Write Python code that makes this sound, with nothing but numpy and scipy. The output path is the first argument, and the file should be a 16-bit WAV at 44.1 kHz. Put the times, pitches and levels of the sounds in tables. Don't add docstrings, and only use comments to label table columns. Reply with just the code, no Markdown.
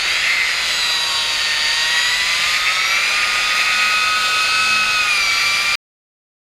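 import sys
import numpy as np
from scipy import signal
from scipy.fft import rfft, irfft, next_fast_len
from scipy.io import wavfile
from scipy.ndimage import map_coordinates

SR = 44100
rng = np.random.default_rng(int(sys.argv[2]) if len(sys.argv) > 2 else 0)


def file_out(sig):
    cols = np.atleast_2d(sig).T
    lim = np.clip(cols, -1, 1)
    pcm = np.round(lim * 32767).astype(np.int16)
    wavfile.write(sys.argv[1], SR, pcm)


N = 283107
TIME = np.arange(N) / SR


def amp(db):
    return 10 ** (np.asarray(db) / 20)


def unit(x):
    return x / np.sqrt(np.mean(x ** 2) + 1e-20)


def along(points, hz):
    f, values = np.transpose(points)
    return np.interp(np.log(hz + 1), np.log(f + 1), values)


def curves(rows):
    times, *columns = np.transpose(rows)
    return [np.interp(TIME, times, column) for column in columns]


def swells(rows):
    return sum(db * np.exp(-(2 * (TIME - middle) / length) ** 2) for middle, length, db in rows)


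def wobble(rate):
    coarse = np.arange(0, N + 32, 32)
    knots = rng.standard_normal(int(N * rate / SR) + 4)
    return np.interp(np.arange(N), coarse, map_coordinates(knots, [coarse * rate / SR]))


def filtered(x, response):
    size = next_fast_len(N + 8192)
    return irfft(rfft(x, size) * response(np.fft.rfftfreq(size, 1 / SR)), size)[..., :N]


def noise(spectrum, gate=1):
    return unit(filtered(gate * rng.standard_normal(N), lambda hz: amp(along(spectrum, hz))))


def bursts(cycles, sharpness):
    return np.exp(sharpness * (np.cos(2 * np.pi * cycles) - 1))


def tone(cycles):
    return np.sqrt(2) * np.sin(2 * np.pi * (cycles + rng.random()))


def ring_on(x, t60):
    t = np.arange(SR // 5) / SR
    decay = rfft(rng.standard_normal(len(t)) * amp(-60 * t / t60))
    flat_tail = irfft(decay / np.abs(decay))[:len(t) // 2]
    return signal.fftconvolve(x, flat_tail)[:N]


# f/Hz, t60/s
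GARAGE_DECAY = [(150, 0.39), (2000, 1), (12000, 0.2)]
def garage(x):
    hz, t, spectra = signal.stft(rng.standard_normal(SR // 2), SR, nperseg=256)
    decay = amp(-60 * t / along(GARAGE_DECAY, hz)[:, None])
    tail = signal.istft(spectra * decay, SR, nperseg=256)[1]
    return signal.fftconvolve(x, np.pad(tail, (SR // 200, 0)) / np.linalg.norm(tail))[:N]


# f/Hz, level/dB
RUMBLE_EQ = [(10, -12), (25, 1.5), (50, 1.5), (110, -9), (190, -18), (400, -17.5), (1500, -57)]
def hum(turns, pulses, load, shake_db, drift_db=1.8):
    coils = amp(-63) * tone(pulses) + amp(-61) * tone(3 * pulses)
    overtone = tone(4 * turns)
    unbalance = amp(-55.5 - 2 * load + shake_db + drift_db * wobble(4.5)) * tone(turns)
    rotor = unbalance + amp(-50 + drift_db * wobble(6.1)) * overtone
    rumble = amp(-50 + 0.98 * wobble(4.7)) * noise(RUMBLE_EQ)
    return rotor + coils + rumble


# f/Hz, level/dB
RUB_EQ = [(120, -17.5), (320, -15.5), (470, -11), (560, -6.5), (630, -7.5), (820, -7.5), (1080, -6.5),
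          (1260, -0.5), (1480, 1.5), (1700, -8.5), (2100, -33.5), (4000, -64)]
# middle t/s, length/s, level/dB
PAD_BITES = [(.08, 0.17, 2), (.95, 0.8, 1.5), (3.3, 0.71, 1.5), (4.35, 0.35, 1.5)]
def pad(turns, load, shake_db, gear_ratio=8.2):
    spindle = turns / gear_ratio
    rub_db = -30.5 - 1.7 * load + swells(PAD_BITES) + 0.7 * tone(spindle)
    rub = amp(rub_db) * noise(RUB_EQ)
    drone_db = -61.5 - 1.5 * load + shake_db
    drone = sum(amp(drone_db + 3 * wobble(2.1)) * tone(k * spindle) for k in (1, 4, 5, 6, 10))
    return rub + drone


# f/Hz, level/dB
SLOT_EQ = [(5400, -63.5), (6700, -41), (7400, -45), (8000, -41.5), (8800, -54.5), (9600, -39.5),
           (10300, -53), (10800, -58), (11500, -44.5), (12200, -55), (12900, -64.5), (13900, -51.5),
           (15200, -61.5)]
def whistles(turns, speed, load):
    out = np.zeros(N)
    for k in (36, 48, 60, 66, 72):
        level_db = along(SLOT_EQ, k * speed) - 1.2 + 0.45 * load + 3 * wobble(9.8)
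        out += amp(level_db) * tone(k * turns + .15 * wobble(80))
    return out


# f/Hz, level/dB
FAN_EQ = [(900, -39), (1050, -39.5), (1150, -40), (1265, -24.5), (1350, -34), (1420, -36), (1490, -28.5)]
def fan(turns, speed):
    out = np.zeros(N)
    for k in (6, 7):
        level_db = along(FAN_EQ, k * speed) + wobble(35) + .5 * wobble(5.3)
        out += amp(level_db) * tone(k * turns)
    return out


# f/Hz, width/Hz, level/dB
CASING_PEAKS = [(2750, 450, -33), (3280, 120, -34.5), (3564, 120, -33), (3895, 360, -26.5),
                (4350, 170, -34), (4646, 520, -29.5), (5740, 540, -36)]
def casing(hz):
    power = sum((amp(db) / (1 + (2 * (hz - centre) / width) ** 2)) ** 2
                for centre, width, db in CASING_PEAKS)
    return 10 * np.log10(power)


def siren(turns, speed, torque, order=30):
    level_db = 2 + casing(order * speed) + 1.9 * wobble(41)
    return amp(level_db) * unit((1 + .6 * torque) * tone(order * turns))


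# middle t/s, length/s, order, level/dB
ORDER_FLARES = [(.45, .8, 28, 7), (.88, .35, 25, 5), (.9, .35, 41, 5), (1.6, .4, 17, 6), (2.3, .4, 54, 6),
                (2.66, .25, 20, 7), (2.85, .3, 11, 10), (3.18, .4, 25, 7), (3.48, .2, 17, 5),
                (3.8, .6, 9, 8), (3.8, .4, 34, 8), (5.4, .5, 22, 5)]
def flare(order):
    return swells([(middle, length, db) for middle, length, k, db in ORDER_FLARES if k == order])


def commutator(turns, speed, bars=24, bearing_order=17):
    out = np.zeros(N)
    for k, db in ((bars, 0), (bars + 1, -1), (bearing_order, 0)):
        level_db = db + casing(k * speed) + flare(k) + 0.9 * wobble(30)
        out += amp(level_db) * tone(k * turns)
    return out


# order, level/dB
WHINE_BOOSTS = [(9, 3), (18, 3), (20, 10), (21, 3), (22, 6), (28, 3), (29, 8), (31, 9), (33, 5), (34, 3),
                (38, 9), (41, 10), (42, 10), (43, 9), (45, 10), (46, 4), (47, 8), (53, 5), (54, 7), (59, 5),
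                (62, 6)]
# f/Hz, level/dB
HOUSING_EQ = [(1200, -44), (1700, -52), (2100, -42.5), (2700, -36), (2950, -42), (3600, -43.5),
              (4300, -42.5), (4750, -44.5), (5300, -58.5), (6700, -52), (8000, -61.5), (9600, -59.5),
              (10700, -76), (14500, -77)]
def whine(turns, speed):
    boost_db = dict(WHINE_BOOSTS)
    played_elsewhere = {12, 17, 24, 25, 30}
    out = np.zeros(N)
    for k in sorted(set(range(8, 90)) - played_elsewhere):
        level_db = boost_db.get(k, 0) + along(HOUSING_EQ, k * speed) + flare(k) + 2.5 * wobble(12)
        out += amp(level_db) * tone(k * turns)
    return out


# f/Hz, level/dB
AIR_EQ = [(1200, -32), (2400, -1), (3000, -0.5), (3500, 0.5), (3950, 1.5), (4400, -2.5), (4750, 2),
          (5350, -8), (6100, -9), (6650, -6), (7800, -16), (9450, -15.5), (10600, -19.5), (15200, -30.5)]
# middle t/s, length/s, level/dB
AIR_SWELLS = [(.4, 0.26, -2), (1.7, .3, 1), (2.42, 0.3, 1.8), (3.88, 0.28, 0.2), (4.35, 0.34, 0.5),
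              (4.85, 0.48, -0.5)]
def vents(turns, load, chop=0.96):
    level_db = -24 - 0.48 * load + swells(AIR_SWELLS) + .5 * wobble(3) + 0.56 * wobble(13)
    return amp(level_db) * noise(AIR_EQ, gate=1 + chop * bursts(turns, sharpness=2.5))


# f/Hz, level/dB
RATTLE_EQ = [(1000, -47.5), (1650, -4), (1820, 4), (2000, 5.5), (2220, 5), (2370, 2.5), (2700, 4.5),
             (2930, -16), (3500, -34.5), (7000, -61.5)]
# t/s, mesh level/dB, rattle level/dB
GEAR_FADERS = [(0, -34, -24.5), (.17, -42, -23), (.25, -20, -19.8), (.45, -22.5, -23.5), (.52, -31.5, -23),
               (.95, -29, -32.5), (1.18, -38, -32.5), (1.5, -25.5, -25.5), (1.72, -28, -27.5),
               (2.03, -21, -26.5), (2.65, -30.5, -21.5), (2.9, -22, -22.5), (3.35, -27.5, -21),
               (3.92, -21.5, -22.5), (4.3, -26, -31.5), (4.55, -20.5, -28.5), (5.05, -21, -27),
               (5.75, -22.5, -25)]
def gears(turns, torque, teeth=12, locked_share=.35):
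    mesh_db, rattle_db = curves(GEAR_FADERS)
    mesh = unit((1 + 0.17 * torque) * tone(teeth * turns + 0.11 * wobble(90)))
    knocks = torque ** 4 * amp(1.5 * wobble(50))
    strikes = tone(teeth * turns) * (knocks - knocks.mean())
    ringing = filtered(strikes, lambda hz: amp(along(RATTLE_EQ, hz)))
    locked = unit(ring_on(ringing, t60=.12))
    loose = noise(RATTLE_EQ, gate=1 + .5 * torque * amp(2.5 * wobble(120)))
    rattle = np.sqrt(locked_share) * locked + np.sqrt(1 - locked_share) * loose
    return amp(mesh_db + 1.2 * wobble(40)) * mesh + amp(rattle_db + 1.5 * wobble(25)) * rattle


# t/s, f/Hz
MOTOR_SPEED = [(0.0, 146.9), (0.19, 166.0), (0.32, 174.9), (0.63, 168.7), (0.92, 159.3), (1.35, 153.4),
               (1.59, 151.8), (1.78, 155.1), (2.22, 166.3), (2.78, 183.8), (3.05, 199.6), (3.21, 204.5),
               (3.63, 208.8), (4.12, 210.7), (4.36, 210.9), (4.58, 214.0), (4.92, 212.3), (5.06, 206.6),
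               (5.28, 191.7), (5.43, 195.6), (5.59, 196.2), (5.76, 199.8)]
def shaft(free_hz=214, bogged_hz=150, jitter_turns=0.0034):
    speed, = curves(MOTOR_SPEED)
    turns = np.cumsum(speed) / SR + jitter_turns * wobble(40)
    load = (free_hz - speed) / (free_hz - bogged_hz)
    return turns, speed, load


# t/s, fan level/dB, commutator level/dB, whine level/dB
TONE_FADERS = [(0, -20.5, -2, -1.5), (.42, -17.5, -0.5, -1.5), (.8, -3.5, 1.5, -.5), (1.15, 4, -.5, -1.5),
               (1.5, -4.5, -2, 0), (2.05, 3, 0, 2), (2.6, -2.5, -2, 0), (2.95, 1, -4, -0.5),
               (3.5, -0.5, 1.5, -2.5), (3.95, 1.5, -1.5, -0.5), (4.4, 1.5, 2.5, 2.5), (5.25, 2.5, 1.5, -1),
               (5.75, 3, 1, -2)]
# middle t/s, length/s, level/dB
LAMP_SHAKES = [(2.15, 0.31, 2), (3.92, .5, 5), (4.78, 0.65, 8.5), (5.62, 0.26, 6)]
def scene(mains_hz=60, reverb_db=-15):
    turns, speed, load = shaft()
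    fan_db, commutator_db, whine_db = curves(TONE_FADERS)
    shake_db = swells(LAMP_SHAKES)
    pulses = 2 * mains_hz * TIME
    torque = bursts(pulses, sharpness=4.8)
    motor = amp(commutator_db) * commutator(turns, speed) + amp(whine_db) * whine(turns, speed)
    fan_tones = amp(fan_db) * fan(turns, speed) + amp(.1 * fan_db) * whistles(turns, speed, load)
    cooling = fan_tones + siren(turns, speed, torque) + vents(turns, load)
    tool = motor + cooling + pad(turns, load, shake_db) + gears(turns, torque)
    mono = tool + amp(reverb_db) * garage(tool) + hum(turns, pulses, load, shake_db)
    return np.array([mono, mono])


def record(dry, end_s=5.754, top_hz=15350):
    return filtered(dry * (TIME < end_s), lambda hz: np.clip((top_hz - hz) / 200 + .5, 0, 1))


dry = scene()
out = record(dry)
file_out(out)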